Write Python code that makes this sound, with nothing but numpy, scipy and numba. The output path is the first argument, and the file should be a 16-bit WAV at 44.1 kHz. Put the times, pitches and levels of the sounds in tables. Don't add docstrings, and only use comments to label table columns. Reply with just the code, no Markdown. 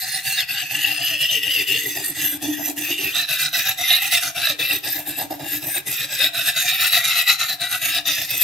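import sys
import numpy as np
from scipy import signal
from scipy.fft import rfft, irfft, next_fast_len
from scipy.io import wavfile
from scipy.ndimage import uniform_filter1d, map_coordinates
from numba import njit

SR = 44100
rng = np.random.default_rng(int(sys.argv[2]) if len(sys.argv) > 2 else 0)


def voltage_ratio(level):
    return 10 ** (np.asarray(level, float) / 20)


def wrap_up_sound(samples):
    columns = np.atleast_2d(samples).T
    tamed = np.clip(columns, -1, 1)
    steps = np.round(tamed * 32767).astype(np.int16)
    wavfile.write(sys.argv[1], SR, steps)


N = 371763


def knife_on_mug():
    edge, blade, moving, ringing_db = stroking(slowing_ms=23.9, restart_ms=21.6, widen_ms=0.28)
    louder, higher, swayed = by_stroke(rng.standard_normal((len(STROKES), 3)), glide_ms=23.0)
    coarse = grit(6000, spread_db=2.5, clump_db=1.26)
    fine = grit(15000, spread_db=1.0, clump_db=1.34)
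    rasp = coloured(fine, RASP)
    out = blade * blade_ring(coarse, rasp, swayed, ringing_db)
    out += edge * edge_hiss(fine, rasp)
    out += blade_thrum(coarse, fine, moving, louder, higher)
    out += mug(fine * (edge + 0.52 * blade))
    out += desk(fine * moving, swayed)
    return hollowed(out)


# reversal in seconds, slowing in dB, edge hiss in dB, blade ring in dB.
FIRST_PASS = [(0.0, 0, -29.5, -29.5), (0.113, -1, -29.5, -26), (0.227, -12.5, -25.5, -25.5),
              (0.352, -3.5, -25, -19.5), (0.463, -21.5, -31, -25), (0.598, 3, -32, -23.5),
              (0.682, -11, -29.5, -21.5), (0.819, -1.5, -28.5, -21), (0.963, -2.5, -30.5, -23),
              (1.067, 1.5, -29, -19.5), (1.181, -8, -27, -18), (1.281, -7, -27.5, -17.5),
              (1.406, -9, -30.5, -21.5), (1.53, -2, -27, -18.5), (1.654, -11, -29.5, -21),
              (1.81, 1, -31, -29.5), (1.933, -2, -31.5, -26), (2.052, 3.5, -29, -34),
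              (2.14, -9, -22.5, -24.5), (2.299, -1.5, -25, -30.5), (2.394, -19.5, -29, -32.5),
              (2.551, 0, -36.5, -36), (2.655, 1, -26.5, -30.5), (2.747, -25, -28, -30.5),
              (2.872, -1, -27.5, -20), (2.963, -8.5, -31, -22.5)]
SECOND_PASS = [(3.127, -9, -26, -19.5), (3.265, -14, -27, -20.5), (3.376, -6.5, -23.5, -19.5),
               (3.512, -20, -23.5, -19.5), (3.632, -5.5, -24.5, -20.5), (3.759, -20, -28, -24.5),
               (3.87, -3.5, -20, -10.5), (3.998, -10, -25.5, -24), (4.097, -10.5, -19, -12.5),
               (4.208, -7.5, -25, -25.5), (4.331, -18.5, -28, -24), (4.454, 2, -25, -18.5),
               (4.568, -27, -26.5, -20.5), (4.673, -6, -23.5, -23.5), (4.813, -22, -30, -27.5),
               (4.921, -0.5, -27, -31.5), (5.042, -17.5, -28, -30.5), (5.156, -8, -30, -30),
               (5.282, -25, -36.5, -38), (5.377, -13.5, -36, -36), (5.49, 0, -25, -30.5),
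               (5.6, -10, -30.5, -38), (5.727, -1, -26, -24.5)]
THIRD_PASS = [(5.839, -34, -27, -29.5), (5.966, -3, -27.5, -22.5), (6.078, -14.5, -27.5, -27.5),
              (6.178, -5.5, -23.5, -14.5), (6.315, -25.5, -28.5, -22.5), (6.441, -6, -20, -18),
              (6.538, -13.5, -26, -20), (6.614, 2, -27, -27), (6.692, 6, -27, -18),
              (6.777, -8.5, -19.5, -17), (6.902, -8, -21, -15.5), (7.022, -8.5, -22, -16.5),
              (7.146, -7, -21.5, -17), (7.252, -15, -22.5, -14.5), (7.372, -18.5, -25.5, -21),
              (7.464, -6, -29, -21), (7.581, -28, -26.5, -19.5), (7.685, -8.5, -26.5, -24.5),
              (7.797, -13.5, -23.5, -23.5), (7.922, -4, -23.5, -16.5), (8.034, -30, -25.5, -18.5),
              (8.155, 0, -27.5, -28), (8.272, -9, -26.5, -26.5), (8.392, -5, -18.5, -23.5)]
STROKES = FIRST_PASS + SECOND_PASS + THIRD_PASS


def stroking(slowing_ms, restart_ms, widen_ms):
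    turns, slow_db, *levels_db = np.transpose(STROKES)
    t = np.arange(N) / SR
    halfway = (turns + np.append(turns[1:], N / SR)) / 2
    nearest = np.minimum(np.searchsorted(halfway, t), len(turns) - 1)
    since = t - turns[nearest]
    sharpness = np.where(since < 0, 1.5, 3.0)
    thrum_stop_db = -14 + 0.2 * slow_db
    dips = []
    for depth_db in (slow_db, thrum_stop_db):
        here_db = depth_db[nearest]
        reach = np.where(since < 0, slowing_ms - widen_ms * here_db, restart_ms) / 1000
        dips.append(here_db * np.exp(-np.abs(since / reach) ** sharpness))
    edge_db, blade_db = (np.interp(t, halfway, v) for v in levels_db)
    return voltage_ratio(edge_db + dips[0]), voltage_ratio(blade_db + dips[0]), voltage_ratio(dips[1]), blade_db - edge_db


def by_stroke(table, glide_ms):
    stroke = np.searchsorted(np.transpose(STROKES)[0], np.arange(N) / SR, "right") - 1
    rows = np.array(table, float)[np.clip(stroke, 0, len(table) - 1)]
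    return uniform_filter1d(rows, int(glide_ms * SR / 1000), axis=0, mode="nearest").T


def to_and_fro():
    turns = np.transpose(STROKES)[0]
    return -np.cos(np.pi * np.interp(np.arange(N) / SR, turns, np.arange(len(turns))))


# time in seconds, place from 0 (tip) to 1 (heel).
CONTACT = [(0, 0.07), (.5, 0.14), (1.5, 0.35), (1.85, 0.32), (2.2, 0.95), (2.8, 0.81), (2.95, 0.34),
           (3.15, 0.4), (3.7, .05), (4.3, 0), (4.7, 0.75), (5, 0.99), (5.8, 0.81), (6.2, 0.45),
           (6.6, 0.068), (7.9, 0), (8.2, 0.88)]


def along_blade():
    return np.clip(in_time(CONTACT)[0], 0, 1)


def grit(per_s, spread_db, clump_db):
    signs = np.sign(rng.random((2, N)) - 0.5)
    sizes = voltage_ratio(spread_db * np.minimum(rng.exponential(1, (2, N)), 5)) * signs
    snags = sizes * (rng.random((2, N)) < per_s / SR)
    clumps = voltage_ratio(clump_db * (slow_steps(35) + 1.15 * slow_steps(117)))
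    return rms_one(snags * held(clumps))


# frequency in Hz, level in dB per Hz.
RASP = [(620, -67), (1050, -15.5), (1940, -2), (2220, -8), (2570, -14), (3830, -2), (5560, -12.5),
        (6090, -2), (10400, -5), (12000, 2.5), (13900, -12.5), (15800, -2)]
# frequency in Hz, width in Hz, level in dB.
BLADE = [
    [(1970, 89, -1.5), (2700, 100, -0.5), (3710, 32, -0.5), (4435, 50, -4.5), (5100, 170, -4.5)],
    [(1230, 80, -75), (1909, 47, 8.5), (2930, 540, -14), (3444, 69, 5.5), (5110, 190, -11.5),
     (4960, 30, -12)],
    [(1980, 26, 6), (2389, 20, 6), (2633, 150, 2.5), (3735, 133, -2.0), (4630, 240, -21.5),
     (5470, 200, -7)] + [(1362, 155, -2.5)],
    [(1670, 40, 1.5), (2000, 210, -2), (2628, 54, 7.5), (3870, 980, -18), (4650, 160, -6.5),
     (5130, 710, -2.5)],
]
# time in seconds, frequency in Hz.
SWAY = [(0, 1750), (.6, 1726), (1.5, 1950), (2.4, 1610), (3.1, 1850), (3.55, 1397), (3.8, 1940),
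        (4.15, 1960), (4.25, 1380), (4.6, 1870), (5.4, 1580), (6, 1870), (6.45, 1470), (6.9, 2030),
        (7.4, 1975), (7.7, 1496), (8.1, 1740), (8.3, 1940)]
# time in seconds, frequency in Hz.
FLEX = [(0, 4100), (.2, 4100), (.27, 4570), (.42, 3430), (.43, 2680), (1.45, 2870), (1.62, 2730),
        (3.12, 2716), (3.14, 3840), (4, 3727), (6.7, 3757), (7, 3870), (7.65, 3970), (7.75, 3760),
        (8.15, 3730), (8.3, 3490)]


def blade_ring(coarse, rasp, swayed, ringing_db):
    minor = crowd(rasp, 1164, 5060, sharp=15, patchy_db=3.5, count=8)
    ring = standing(coarse, BLADE, minor, bed_db=-8, wander=0.02, patchy_db=3.5)
    sway_hz = in_time(SWAY)[0] * (1 + 0.047 * swayed)
    ring = mix(ring, sliding(coarse, sway_hz, 205), -8.5)
    flex_hz = in_time(FLEX)[0] * (1 + 0.02 * to_and_fro())
    flex = sliding(coarse, flex_hz * (1 + 0.016 * drift(7.5)), 294)
    flex_db = -6.5 + 0.54 * ringing_db + 2 * along_blade()
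    return mix(band(ring, 1120, 6540), flex, flex_db)


# frequency in Hz, width in Hz, level in dB.
EDGE = [
    [(6280, 150, -13.5), (7650, 230, 0), (9000, 130, 5), (9610, 44, 2.5)],
    [(6080, 97, 0), (7630, 29, -25), (8820, 72, -8), (10000, 42, -7)],
    [(5960, 31, 16), (5963, 630, 8), (8160, 73, -8), (7670, 200, -12.5)],
    [(6320, 320, -1.2), (7760, 150, -1.3), (8760, 110, 0.72)],
]
# time in seconds, frequency in Hz.
WHISTLE = [(0, 12200), (.9, 11920), (1.45, 12270), (1.62, 12600), (1.85, 12510), (3.1, 12600), (3.9, 11570),
           (4.3, 11180), (4.62, 12800), (4.75, 11900), (5.1, 12400), (5.3, 11900), (5.7, 12300),
           (5.85, 11400), (6.1, 12700), (6.5, 11700), (7.5, 11620), (8.25, 12400)]


def edge_hiss(fine, rasp):
    minor = crowd(rasp, 4500, 16600, sharp=22, patchy_db=2.5, count=18)
    hiss = standing(fine, EDGE, minor, bed_db=5.5, wander=0.0059, patchy_db=5.5)
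    whistle_hz = in_time(WHISTLE)[0] * (1 + 0.01 * drift(12))
    whistle = sliding(fine, whistle_hz, 520) * voltage_ratio(3 * drift(12))
    tip_db, heel_db = -8.5, -2.5
    whistle_db = tip_db + (heel_db - tip_db) * np.sqrt(along_blade())
    return mix(band(hiss, 3250, 21000), whistle, whistle_db)


# time in seconds, frequency in Hz, level in dB, push in dB.
THRUM = [(0, 770, -41.5, -12), (.9, 776, -37.5, 13), (1.4, 513, -40.5, 6), (1.9, 372, -40, 12),
         (2.55, 290, -38, 25), (2.85, 328, -33.5, 19.5), (3.08, 409, -37, 8), (3.16, 664, -40.5, 4),
         (4.05, 762, -32, 0), (4.4, 704, -30.5, 8), (4.75, 390, -41, 11), (5.25, 282, -28.5, 19.5),
         (5.65, 306, -37.5, 11.5), (6.0, 454, -42.5, 4), (6.25, 646, -34.5, 12), (7.0, 753, -35, -3),
         (7.95, 734, -36.5, 8), (8.35, 517, -41, 6.5)]


def blade_thrum(coarse, fine, moving, louder, higher):
    hz, level_db, _ = in_time(THRUM)
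    level = moving * voltage_ratio(level_db + 1.5 * louder)
    hz = hz * (1 + 0.038 * higher)
    tip_hz, heel_hz = 730, 290
    middle = np.sin(np.pi * np.clip((hz - heel_hz) / (tip_hz - heel_hz), 0, 1)) ** 2
    hz = hz * (1 + 0.2 * middle * to_and_fro())
    tone = sliding(coarse, hz * (1 + 0.02 * drift(11.6)), 64)
    broad = rms_one(band(band(fine, 609, 875), 240, 1450)) * voltage_ratio(2.64 * drift(10))
    return level * mix(tone, broad, -18 + 17.2 * np.sqrt(along_blade()))


# frequency in Hz, width in Hz, level in dB.
MUG = [(2368, 14.6, -12.5), (7980, 2.8, -26)]


def mug(rubbing):
    return sum(voltage_ratio(db) * 10 * resonance(rubbing, hz, width) for hz, width, db in MUG)


# frequency in Hz, width in Hz, level in dB.
DESK = [(127.8, 27.6, -51.5), (97.5, 35.6, -55.5), (296.3, 21, -58)]


def desk(rubbing, swayed):
    heel = along_blade()
    push_db = in_time(THRUM)[2]
    out = 0
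    for hz, width, db in DESK:
        thud = resonance(resonance(rubbing, hz, width * 1.6), hz, width * 1.6)
        shake_db = 3.6 * heel if hz < 200 else push_db + 2.3 * swayed
        out = out + voltage_ratio(db + shake_db) * rms_one(thud)
    return out


# frequency in Hz, width in Hz, depth from 0 to 1.
HOLLOWS = [(1030, 295, 1), (2288, 62, 1), (5440, 74, 1), (13960, 300, 0.6)]


def hollowed(x):
    for hz, width, depth in HOLLOWS:
        x = x - np.clip(depth, 0, 1) * resonance(x, hz, width)
    return x


def standing(x, sets, bed, bed_db, wander, patchy_db):
    heel = along_blade()
    second = np.clip((np.arange(N) / SR - 3.13) / 0.022, 0, 1)
    shares = [(1 - heel) * (1 - second), heel * (1 - second), (1 - heel) * second, heel * second]
    out = voltage_ratio(bed_db) * rms_one(bed)
    for modes, share in zip(sets, shares):
        rung = 0
        for k, (hz, width, db) in enumerate(modes):
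            rung = rung + (-1) ** k * voltage_ratio(db) * wandering(x, hz, width, wander, patchy_db)
        out = out + np.sqrt(share) * rms_one(rung)
    return rms_one(out)


def crowd(x, low_hz, high_hz, sharp, patchy_db, count):
    pitches = np.linspace(low_hz, high_hz, count)
    return sum((-1) ** k * wandering(x, hz, 100 + hz / sharp, 0.032, patchy_db) for k, hz in enumerate(pitches))


def wandering(x, hz, width_hz, wander, patchy_db):
    r = np.exp(-np.pi * max(width_hz, 8) / SR)
    cosine = held(np.cos(2 * np.pi * hz * (1 + wander * slow_steps(2.42)) / SR))
    drive = held((1 - r * r) * voltage_ratio(patchy_db * slow_steps(4.05)))
    return drive * slide(x, cosine, r)


def sliding(x, hz, width_hz):
    cosine, r = np.cos(2 * np.pi * hz / SR), np.exp(-np.pi * width_hz / SR)
    return rms_one(slide(slide(x, cosine, r), cosine, r))


@njit
def slide(x, cosine, r):
    y = np.zeros_like(x)
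    for c in range(x.shape[0]):
        for i in range(2, x.shape[1]):
            driven = x[c, i] - x[c, i - 2]
            y[c, i] = driven + 2 * r * cosine[i] * y[c, i - 1] - r * r * y[c, i - 2]
    return y


def resonance(x, hz, width_hz):
    r = np.exp(-np.pi * max(width_hz, 8) / SR)
    b = np.array([1, 0, -1]) * (1 - r * r) / 2
    return signal.lfilter(b, [1, -2 * r * np.cos(2 * np.pi * hz / SR), r * r], x)


def mix(fixed, moving, share_db):
    share = np.clip(voltage_ratio(share_db), 0, 0.99)
    return np.sqrt(1 - share ** 2) * fixed + share * moving


def band(x, low_hz, high_hz):
    return signal.sosfilt(signal.butter(2, [low_hz, high_hz], "band", fs=SR, output="sos"), x)


def coloured(x, points, scale=1):
    hz, level_db = np.transpose(points)
    size = next_fast_len(N)
    grid = np.log(np.arange(size // 2 + 1) * SR / size + 1)
    gain = voltage_ratio(scale * np.interp(grid, np.log(hz), level_db))
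    return irfft(rfft(x, size) * gain, size)[..., :N]


def rms_one(x):
    return x / np.sqrt(np.mean(x ** 2) + 1e-20)


def in_time(rows):
    s, *columns = np.transpose(rows)
    return [np.interp(np.arange(N) / SR, s, c) for c in columns]


def slow_steps(rate):
    r = np.exp(-64 * np.pi * rate / SR)
    noise = rng.standard_normal(N // 32 + 1501)
    return rms_one(signal.lfilter([1], [1, -2 * r, r * r], noise)[1500:])


def held(steps):
    return np.repeat(steps, 32)[:N]


def drift(rate):
    return held(slow_steps(rate))


def glancing(x, delay_ms, sway_ms):
    late = uniform_filter1d(np.abs(delay_ms + sway_ms * drift(1.56)), size=128) * SR / 1000
    return map_coordinates(x, [np.arange(N) - late], order=2)


# frequency in Hz, likeness from 0 to 1.
LIKENESS = [(60, 0.62), (180, 1), (550, 0.53), (1650, 0.86), (4970, 0.48), (15000, 0.12)]
# frequency in Hz, left minus right in dB.
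LEAN = [(60, 0), (180, -3.5), (550, -3.5), (1650, -0.5), (4970, 1), (15000, -0.5)]


def two_ports(alike, opposite):
    side_db = [(hz, 10 * np.log10((1.001 - min(c, 1)) / (1 + c))) for hz, c in LIKENESS]
    echoes = 0.4 * glancing(alike, 0.3416, 0.066) - 0.86 * glancing(alike, 0.911, 0.098)
    side = coloured(echoes + 0.22 * opposite, side_db)
    left = coloured(alike + side, LEAN, scale=1)
    right = coloured(alike - side, LEAN, scale=-0.28)
    return np.array([left, right])


def room(x, t60_s):
    size = next_fast_len(N + SR)
    hz = np.arange(size // 2 + 1) * SR / size
    spectrum, out = rfft(x, size), np.zeros((2, len(hz)), complex)
    for k, lag in enumerate(rng.uniform(0.0067, 0.029, 8)):
        loop = voltage_ratio(-60 * lag / t60_s * (0.5 + hz / 8000)) * np.exp(-2j * np.pi * hz * lag)
        out[k % 2] += spectrum * loop / (1 - loop)
    return irfft(out, size)[:, :N]


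def quiet_air():
    return coloured(rng.standard_normal((2, N)), [(30, 18), (300, -1.5), (2000, 8), (16000, -1)])


def scene():
    alike, opposite = knife_on_mug()
    return two_ports(alike, opposite) + voltage_ratio(-22) * room(alike, t60_s=0.31) + voltage_ratio(-49) * quiet_air()


def roll_off(x):
    return signal.sosfilt(signal.butter(12, 15940, fs=SR, output="sos"), x)


def record(dry):
    x = signal.sosfilt(signal.butter(2, 60, "high", fs=SR, output="sos"), dry)
    x = 0.9 * np.tanh(x / 0.9)
    x = signal.sosfilt(signal.cheby2(16, 60, 16150, fs=SR, output="sos"), x)
    return roll_off(x)


dry = scene()
out = record(dry)
wrap_up_sound(out)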